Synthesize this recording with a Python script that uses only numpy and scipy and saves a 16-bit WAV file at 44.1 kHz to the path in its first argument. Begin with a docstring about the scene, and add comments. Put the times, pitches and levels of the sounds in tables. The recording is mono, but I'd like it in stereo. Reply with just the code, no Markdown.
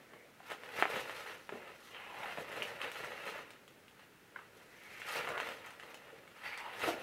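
"""Turning colouring book pages

Large pages are lifted, turned and smoothed by hand on a desk in a quiet room. Sliding paper rustles in
tiny stick-slip clicks, the sheets snap and flop as they bend, edges whisper over fingers, and a
fingertip squeaks faintly. The scene is heard from two close microphones above the desk."""
import sys
import numpy as np
from scipy import signal
from scipy.fft import rfft, irfft, next_fast_len
from scipy.io import wavfile

SR = 44100
rng = np.random.default_rng(int(sys.argv[2]) if len(sys.argv) > 2 else 0)


def store_pcm(level_fs):
    """Save levels as 16-bit WAV."""
    pcm = np.round(np.clip(level_fs, -1, 1) * 32767).astype(np.int16)
    wavfile.write(sys.argv[1], SR, np.atleast_2d(pcm).T)


N = 309978
TIME, FREQS = np.arange(N) / SR, np.fft.rfftfreq(N, 1 / SR)

# Where the paper is handled. Each row: time in seconds, side from -1 (left) to 1 (right).
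PAN_PATH = [(0, -0.38), (.55, -0.12), (.75, 0.66), (1.1, 0.58), (1.5, 0.82), (2.3, 0.83), (3.4, 0.82),
            (3.7, 1), (4.36, 0.82), (4.7, 0.51), (5.1, 0.69), (5.9, 0.8), (6.4, 0.14), (6.6, -0.15),
            (6.9, 0.46)]


def amp(db):
    """Decibels to gain."""
    return 10 ** (np.asarray(db) / 20)


def unit(x):
    """Scales to rms 1."""
    return x / np.sqrt(np.mean(x ** 2) + 1e-20)


def curve_at(points, hz):
    """Reads a curve on a log-frequency axis."""
    f, value = np.transpose(points)
    return np.interp(np.log(hz + 1), np.log(f + 1), value)


def pan():
    """The side the paper sounds from, at every sample."""
    return np.interp(TIME, *np.transpose(PAN_PATH))


def delayed(x, s):
    """The same sound s seconds later."""
    return np.interp(TIME - s, TIME, x, left=0)


def sharp_impulse(db):
    """Impulse response with the given spectrum and the sharpest possible attack."""
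    log_gain = np.log(amp(np.r_[db, db[-2:0:-1]]))
    return np.fft.ifft(np.exp(np.conj(signal.hilbert(log_gain)))).real


def wander(rate_hz):
    """Smooth random drift of rms 1."""
    pole = np.exp(-2 * np.pi * rate_hz / SR)
    return unit(signal.lfilter([1], np.poly([pole, pole]), rng.standard_normal(N)))


def diffuse(pair):
    """Two unrelated signals become a diffuse field at close microphones: alike in the bass."""
    # Stereo likeness. Each row: frequency in Hz, left-right correlation.
    likeness = [(50, 1), (300, 0.15), (700, -0.23), (1400, -0.0029), (2500, 0.15), (4000, 0.28),
                (8000, -0.075)]
    size = pair.shape[1]
    a, b = rfft(pair)
    same = np.clip(curve_at(likeness, np.fft.rfftfreq(size, 1 / SR)), -1, 1)
    return irfft(np.array([a, same * a + np.sqrt(1 - same ** 2) * b]), size)


def room_tone(level_db=-60.5):
    """Steady air noise of the room with faint microphone hiss."""
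    # Colour of the air. Each row: frequency in Hz, relative level in dB.
    air_eq = [(15, -39), (25, -20), (79, -14.5), (104, -7.5), (204, -6), (281, -4.5), (421, -4.5),
              (482, -7.5), (598, -11), (666, -9), (1110, -13), (1530, -9.5), (1660, -10.5), (4750, -23),
              (15500, -26.5)]
    size = next_fast_len(N)
    colour = amp(curve_at(air_eq, np.fft.rfftfreq(size, 1 / SR)))
    noise = irfft(rfft(rng.standard_normal((2, size))) * colour, size)
    return amp(level_db) * unit(diffuse(noise)[:, :N])


def swell_db(peak_s, rise_s, fall_s, drop_db=9.5, roundness=1.35):
    """A stroke speeds up, then slows: drop_db down one rise before and one fall after its peak."""
    t = TIME - peak_s
    away = np.minimum(np.maximum(-t / rise_s, t / fall_s), 8)
    return -drop_db * away ** roundness  # 1 = pointed, 2 = bell


def handling(rest_rub_db=-70.5, rest_flex_db=-79.5, rest_fizz_db=-81.5):
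    """Envelopes of rub, flex and fizz: strokes add in power to resting hands that never keep still."""
    # A sheet slides, swings or flops down. Each row: peak time, rise and fall in seconds,
    # envelope level in dB, flex and fizz offsets from that level in dB.
    sheet_moves = [(0.798, 0.055, 0.039, -39, -6, -9.5), (0.962, 0.083, .075, -39, -5.5, -10),
                   (1.15, 0.33, 0.22, -47, -8, -7), (1.285, 0.048, 0.062, -49, -3, -13),
                   (1.534, 0.022, 0.07, -53, 5, -12), (1.86, 0.15, 0.089, -68, -12, 6.5),
                   (2.27, 0.22, 0.2, -45.5, -8, -13.5), (2.39, 0.012, 0.061, -54, 7.5, -1),
                   (2.58, 0.11, 0.24, -43.5, -3.5, -13), (2.838, 0.035, 0.059, -39.5, -7.5, -22),
                   (2.99, .08, 0.06, -46.5, -7.5, -7), (3.05, 0.053, 0.18, -47.5, -2.5, -11),
                   (3.279, 0.032, 0.028, -41, -5, -8.5), (4.98, 0.25, 0.32, -58, -4.5, -0.5),
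                   (5.098, 0.032, 0.098, -38.5, -13.5, -6), (5.176, 0.037, .075, -37, -6.5, -14),
                   (5.29, 0.034, 0.079, -48, 1.5, -20), (5.39, 0.14, 0.16, -44.5, -4.5, -35),
                   (6.82, 0.048, 0.072, -38.5, -20, -8), (6.885, 0.071, 0.051, -41, 2, -3.5),
                   (7.03, .1, .1, -47.5, -4, -13)]
    # A hand brushes, grips or smooths the paper. Same columns.
    hand_rubs = [(0.02, 0.11, 0.047, -62.5, -2, -7.5), (0.125, 0.037, 0.18, -68, 8.5, -19),
                 (0.485, 0.063, 0.071, -52.5, -13, -5.5), (0.518, 0.021, 0.021, -43, -5.5, -16),
                 (0.65, 0.084, 0.33, -52.5, -4.5, -8), (1.68, 0.094, 0.12, -53.5, -4, -17),
                 (1.975, 0.071, 0.066, -51.5, -6.5, -30), (3.18, 0.096, 0.092, -46.5, -15, -12.5),
                 (3.364, 0.085, 0.064, -46, -5.5, -13), (3.5, 0.15, 0.11, -60.5, -5, -17),
                 (3.76, 0.37, 0.14, -82, 15, 3), (4.01, 0.052, 0.046, -59, -11, -13),
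                 (4.385, 0.056, 0.11, -59.5, -6, -16), (4.57, 0.044, 0.17, -64.5, -0.5, -3),
                 (5.494, 0.069, 0.091, -49, -4.5, -4.5), (5.675, .07, 0.07, -48.5, -15, -19),
                 (5.865, 0.1, 0.15, -54, -4.5, -10), (6.04, 0.05, 0.084, -59, -1, -12),
                 (6.15, 0.097, 0.2, -58.5, -2, -18), (6.375, 0.049, 0.038, -52.5, -19, -9.5),
                 (6.468, 0.057, 0.13, -44.5, -16.5, -15), (6.605, 0.045, 0.083, -50.5, -16, -13),
                 (6.74, 0.14, 0.076, -49, -8, -30)]
    power = amp([[rest_rub_db], [rest_flex_db], [rest_fizz_db]]) ** 2 * np.ones(N)
    for peak_s, rise_s, fall_s, level_db, flex_db, fizz_db in sheet_moves + hand_rubs:
        stroke = amp(level_db + swell_db(peak_s, rise_s, fall_s))
        power += (amp([[0], [flex_db], [fizz_db]]) * stroke) ** 2
    return np.sqrt(power)


def slips(eq, per_s, spread_db, clump_db, clump_hz, hiss):
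    """Tiny stick-slip clicks of uneven size come in clumps and sound through the book."""
    # Resonances of the open book. Each row: frequency in Hz, width in Hz, boost in dB.
    book_modes = [(363, 8.1, 5.5), (480, 175, 5.5), (566, 16, 3.5), (837, 140, 0.5), (1270, 69, 6),
                  (1404, 57, 6), (1570, 130, -3), (1770, 270, 0), (2690, 410, 5.5)]
    sizes = amp(spread_db * np.minimum(rng.exponential(1, N), 4)) * rng.choice([-1, 1], N)
    clicks = unit(sizes * (rng.random(N) < per_s / SR)) + hiss * rng.standard_normal(N)
    clicks *= amp(clump_db * wander(clump_hz))
    hz = np.fft.rfftfreq(4096, 1 / SR)
    ring_db = sum(boost / (1 + (2 * (hz - f) / width) ** 2) for f, width, boost in book_modes)
    return unit(signal.oaconvolve(clicks, sharp_impulse(curve_at(eq, hz) + ring_db))[:N])


def rustle(rub_db=-1.0, flex_db=-1.5, fizz_db=-4, crackle_db=-14):
    """Paper slides on paper: a mid rub, the low flex of the sheet, dry fibre fizz and sparse crackles."""
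    # The three voices of the paper. Each row: frequency in Hz, relative level in dB.
    rub_eq = [(300, -31), (600, -15.5), (850, 3), (1100, -1.5), (1900, 4.5), (2900, -3), (3500, -8),
              (4500, -13), (6500, -23.5), (15000, -28.5)]
    flex_eq = [(30, -26), (70, -15), (125, -6), (210, -9.5), (320, -6), (480, 0), (600, 0), (850, -7.5),
               (2000, -40.5)]
    fizz_eq = [(1500, -36.5), (3200, 9), (4500, 10.5), (6000, 7), (8000, 0), (11000, -2), (13500, -0.5),
               (15500, -17)]
    rubbing, flexing, fizzing = handling()
    rub = amp(rub_db) * slips(rub_eq, per_s=1500, spread_db=4, clump_db=2, clump_hz=59, hiss=0.97)
    flex = amp(flex_db) * slips(flex_eq, per_s=560, spread_db=1.5, clump_db=2, clump_hz=41, hiss=0.77)
    fizz = amp(fizz_db) * slips(fizz_eq, per_s=2000, spread_db=4.5, clump_db=3.2, clump_hz=60, hiss=0.9)
    crackles = amp(crackle_db) * slips(fizz_eq, per_s=70, spread_db=6, clump_db=3, clump_hz=60, hiss=0)
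    return rubbing * rub + flexing * flex + fizzing * (fizz + crackles)


def friction(stroke, flutter_db):
    """Fluttering friction noise in a resonance that glides with the free length of the page."""
    peak_s, rise_s, fall_s, level_db, peak_hz, glide, width_hz = stroke
    swell = swell_db(peak_s, rise_s, fall_s)
    audible = swell > -40
    hz = peak_hz * 2 ** (glide * (TIME[audible] - peak_s))
    phase = 2 * np.pi * np.cumsum(hz) / SR
    pole = np.exp(-np.pi * width_hz / SR)
    real, imag = signal.lfilter([1], np.poly([pole, pole]), rng.standard_normal((2, N)))[:, audible]
    band = unit(real * np.cos(phase) + imag * np.sin(phase))  # low noise shifted up to the resonance
    out = np.zeros(N)
    out[audible] = amp(level_db + swell[audible] + flutter_db * wander(70)[audible]) * band
    return out


def edge_slides():
    """Page edges whisper over fingers or the next sheet, and a fingertip squeaks once."""
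    # Broad edge whispers. Each row: peak time, rise and fall in seconds, level in dB,
    # resonance in Hz, glide in octaves per second, width in Hz.
    whispers = [(0.21, .2, 0.077, -64, 2100, 1.5, 700), (1.96, 0.059, .04, -53.5, 2870, -0.2, 600),
                (2.08, .1, 0.1, -56, 2650, -.6, 600), (2.28, .16, .12, -55, 1990, -1.7, 600),
                (2.28, .24, 0.065, -50.5, 771, -1.5, 430), (5.05, .26, 0.085, -51.5, 2400, 0.8, 950),
                (5.37, .075, 0.036, -43, 1383, 2, 500), (6.462, 0.016, 0.026, -42.5, 2200, -0.4, 1110),
                (6.535, .02, 0.019, -42.5, 2220, 0.5, 700), (6.6, .025, 0.022, -45.5, 1960, -3.5, 600),
                (6.66, 0.052, 0.052, -48.5, 930, -2.5, 330), (6.9, 0.0248, 0.078, -44.5, 620, -1, 220)]
    # The narrow fingertip squeak. Same columns.
    squeaks = [(6.48, .045, 0.11, -57, 4574, -.1, 420)]
    edges = sum(friction(stroke, flutter_db=0.6) for stroke in whispers)
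    return edges + sum(friction(stroke, flutter_db=3) for stroke in squeaks)


def snaps(trim_db=-1.0, crisp_hz=4000, crumple_db=-2, crumple_s=0.0055, softening=0.17, usual_db=-28.5):
    """A sheet buckles or lands and rings a patch of paper: hard snaps are clean, soft ones crumple."""
    # Snaps and flops of the sheets, pats and taps of the hands. Each row: start in seconds,
    # relative level in dB, pitch in Hz, sharpness of the ring as Q, treble shelf in dB.
    hits = [(0.136, -34, 497, 0.95, 3), (0.403, -43, 760, 4.2, 4), (0.5026, -24.5, 900, 0.17, 2),
            (0.518, -24, 800, 0.2, -3), (0.6355, -30.5, 2000, 1, 2), (0.8, -21.5, 2000, .46, 21),
            (0.8246, -8, 950, 0.61, -14), (0.901, -25.5, 480, 1, 0), (1.0959, -23, 1010, 0.35, -5),
            (1.4926, -24, 780, 0.55, -2.5), (1.498, -37, 1006, .7, 2), (1.524, -34, 386, 5.2, 4),
            (1.54, -40, 243, 9.2, 0), (1.947, -27.5, 2640, 2.6, -8), (2.3747, -24, 800, 0.47, -8),
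            (2.384, -35, 152, 4, -2), (2.383, -28.5, 400, 1, -6), (2.6219, -19, 3000, 3.2, -21),
            (2.627, -20.5, 2600, 0.88, 17), (2.8162, -19, 2720, 1.6, 1), (2.8426, -26, 1700, .7, -6),
            (2.9166, -23.5, 3000, 0.56, 5), (2.958, -28.5, 1810, 1.5, 6), (3.046, -24, 593, 0.21, 8),
            (3.391, -31.5, 1400, 1.3, -10), (3.5056, -30.5, 2000, 0.99, 13), (3.679, -33.5, 1980, .43, 9),
            (3.881, -40, 2600, 1.4, 8), (3.9948, -37, 2000, .56, -2), (4.3605, -31.5, 1450, 3.7, -9),
            (4.3624, -30, 1360, 3, -9), (4.389, -39.5, 1240, 9.8, -3), (5.0002, -28.5, 1500, 0.3, 7),
            (5.018, -25.5, 1830, 2.6, -4), (5.1597, -19, 1200, .43, 11.5), (5.2746, -21, 1280, 0.65, -1),
            (5.289, -21.5, 1500, 0.56, 8), (5.378, -19.5, 1390, .74, -2), (5.4013, -16.5, 1270, 1.05, 4.5),
            (5.472, -24, 1950, .71, -4), (5.4889, -20, 1080, 0.44, 0), (5.6616, -29, 1200, .4, 17),
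            (5.706, -30.5, 1800, 0.57, 17), (5.7985, -31.5, 1740, 1.5, 9), (5.8344, -32.5, 1600, .6, 4),
            (5.944, -26.5, 1880, 0.28, 3.5), (6.2774, -36.5, 2800, 0.68, -1), (6.576, -23.5, 2200, 0.8, 9),
            (6.877, -20.5, 557, 1.9, -7), (6.879, -26.5, 326, 9.8, 6.5), (6.888, -19.5, 680, 2.5, 1),
            (6.901, -28, 560, 2.8, 0), (6.938, -39, 247, 23, -3)]
    # Colour of every snap. Each row: frequency in Hz, gain in dB.
    snap_eq = [(30, -12), (200, -7), (400, 1.5), (2300, 0), (3000, 1.5), (3700, -6), (6000, -9),
               (13000, -19.5), (16000, -10)]
    hz, t, out = np.fft.rfftfreq(4096, 1 / SR) + 1, np.arange(1024) / SR, np.zeros(N)
    creases = rng.standard_normal((len(hits), len(t))) * np.exp(-t / crumple_s)
    for (start_s, level_db, pitch, q, crisp_db), crease in zip(hits, creases):
        patch_db = -10 * np.log10(1 + (q * (hz / pitch - pitch / hz)) ** 2)
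        shelf_db = crisp_db / (1 + (crisp_hz / hz) ** 4)
        ring = sharp_impulse(patch_db + curve_at(snap_eq, hz) + shelf_db)
        crumple = amp(crumple_db + softening * (usual_db - level_db))
        push = (t == 0) + crumple * crease / np.linalg.norm(crease)  # one click, then tiny creases
        snap = signal.fftconvolve(ring / abs(ring).max(), push / np.linalg.norm(push))
        slot = out[round(start_s * SR):][:len(snap)]
        slot -= amp(level_db + trim_db) * snap[:len(slot)]
    return out


def room_tail(build_s=0.00032):
    """One diffuse stereo room response, treble dying first."""
    # Reverb time. Each row: frequency in Hz, seconds to fall 60 dB.
    decay_times = [(100, 0.65), (500, 0.49), (2000, 0.22), (6000, 0.16), (15000, 0.14)]
    # Treble arrives mostly by scattering. Each row: frequency in Hz, gain in dB.
    tail_eq = [(150, -12), (500, -7.5), (1500, -5.5), (4000, 0), (12000, 3)]
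    size = SR // 3
    hz, when, spectra = signal.stft(rng.standard_normal((2, size)), SR, nperseg=256)
    fall_db = -60 * when / curve_at(decay_times, hz)[:, None]
    spectra *= amp(fall_db + curve_at(tail_eq, hz)[:, None])
    tail = signal.istft(spectra, SR, nperseg=256)[1][:, :size]
    tail = diffuse(tail * (1 - np.exp(-np.arange(size) / SR / build_s)))
    return tail / np.linalg.norm(tail[0])


def room(direct, send, mic_delay_s=4 / SR, tails=5, fades_per_s=35):
    """Sound reaches the far microphone later; crossfading tails mimic paths shifting with the sheet."""
    late = delayed(direct, mic_delay_s)
    on_right = np.clip(.5 + 2 * pan(), 0, 1)
    out = on_right * np.array([late, direct]) + (1 - on_right) * np.array([direct, late])
    for k in range(tails):
        away = abs((TIME * fades_per_s - k + tails / 2) % tails - tails / 2)
        share = np.cos(np.pi / 2 * np.minimum(away, 1))
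        out += signal.oaconvolve((send * share)[None], room_tail(), axes=1)[:, :N]
    return out


def scene(sliding_wet_db=1, snap_wet_db=-1.0):
    """The paper sounds from either side of the book; desk and walls throw its snaps back."""
    # Early reflections. Each row: delay in seconds, gain in dB.
    reflections = [(.0027, -31), (.0068, -18), (.0138, -35), (0.03, -9), (.04, -26)]
    # Balance of a sound from the right. Each row: frequency in Hz, left minus right in dB.
    balance = [(60, -2.5), (400, -1.3), (1100, -6), (2200, -4.5), (4200, 3.5), (8000, -4), (13000, 0)]
    sliding, hits = rustle() + edge_slides(), snaps()
    echoes = sum(amp(db) * delayed(hits, s) for s, db in reflections)
    send = amp(sliding_wet_db) * sliding + amp(snap_wet_db) * hits
    paper = room(sliding + hits + echoes, send)
    lean_db = curve_at(balance, FREQS) / 2
    from_right = irfft(rfft(paper) * amp([lean_db, -lean_db]), N)
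    return paper + pan() * (from_right - paper) + room_tone()


def record(dry):
    """A steep low-pass takes off the very top of the treble."""
    lowpass = signal.firwin(511, cutoff=15800, window=("kaiser", 9), fs=SR)
    return signal.oaconvolve(dry, lowpass[None], "same")


dry = scene()
out = record(dry)
store_pcm(out)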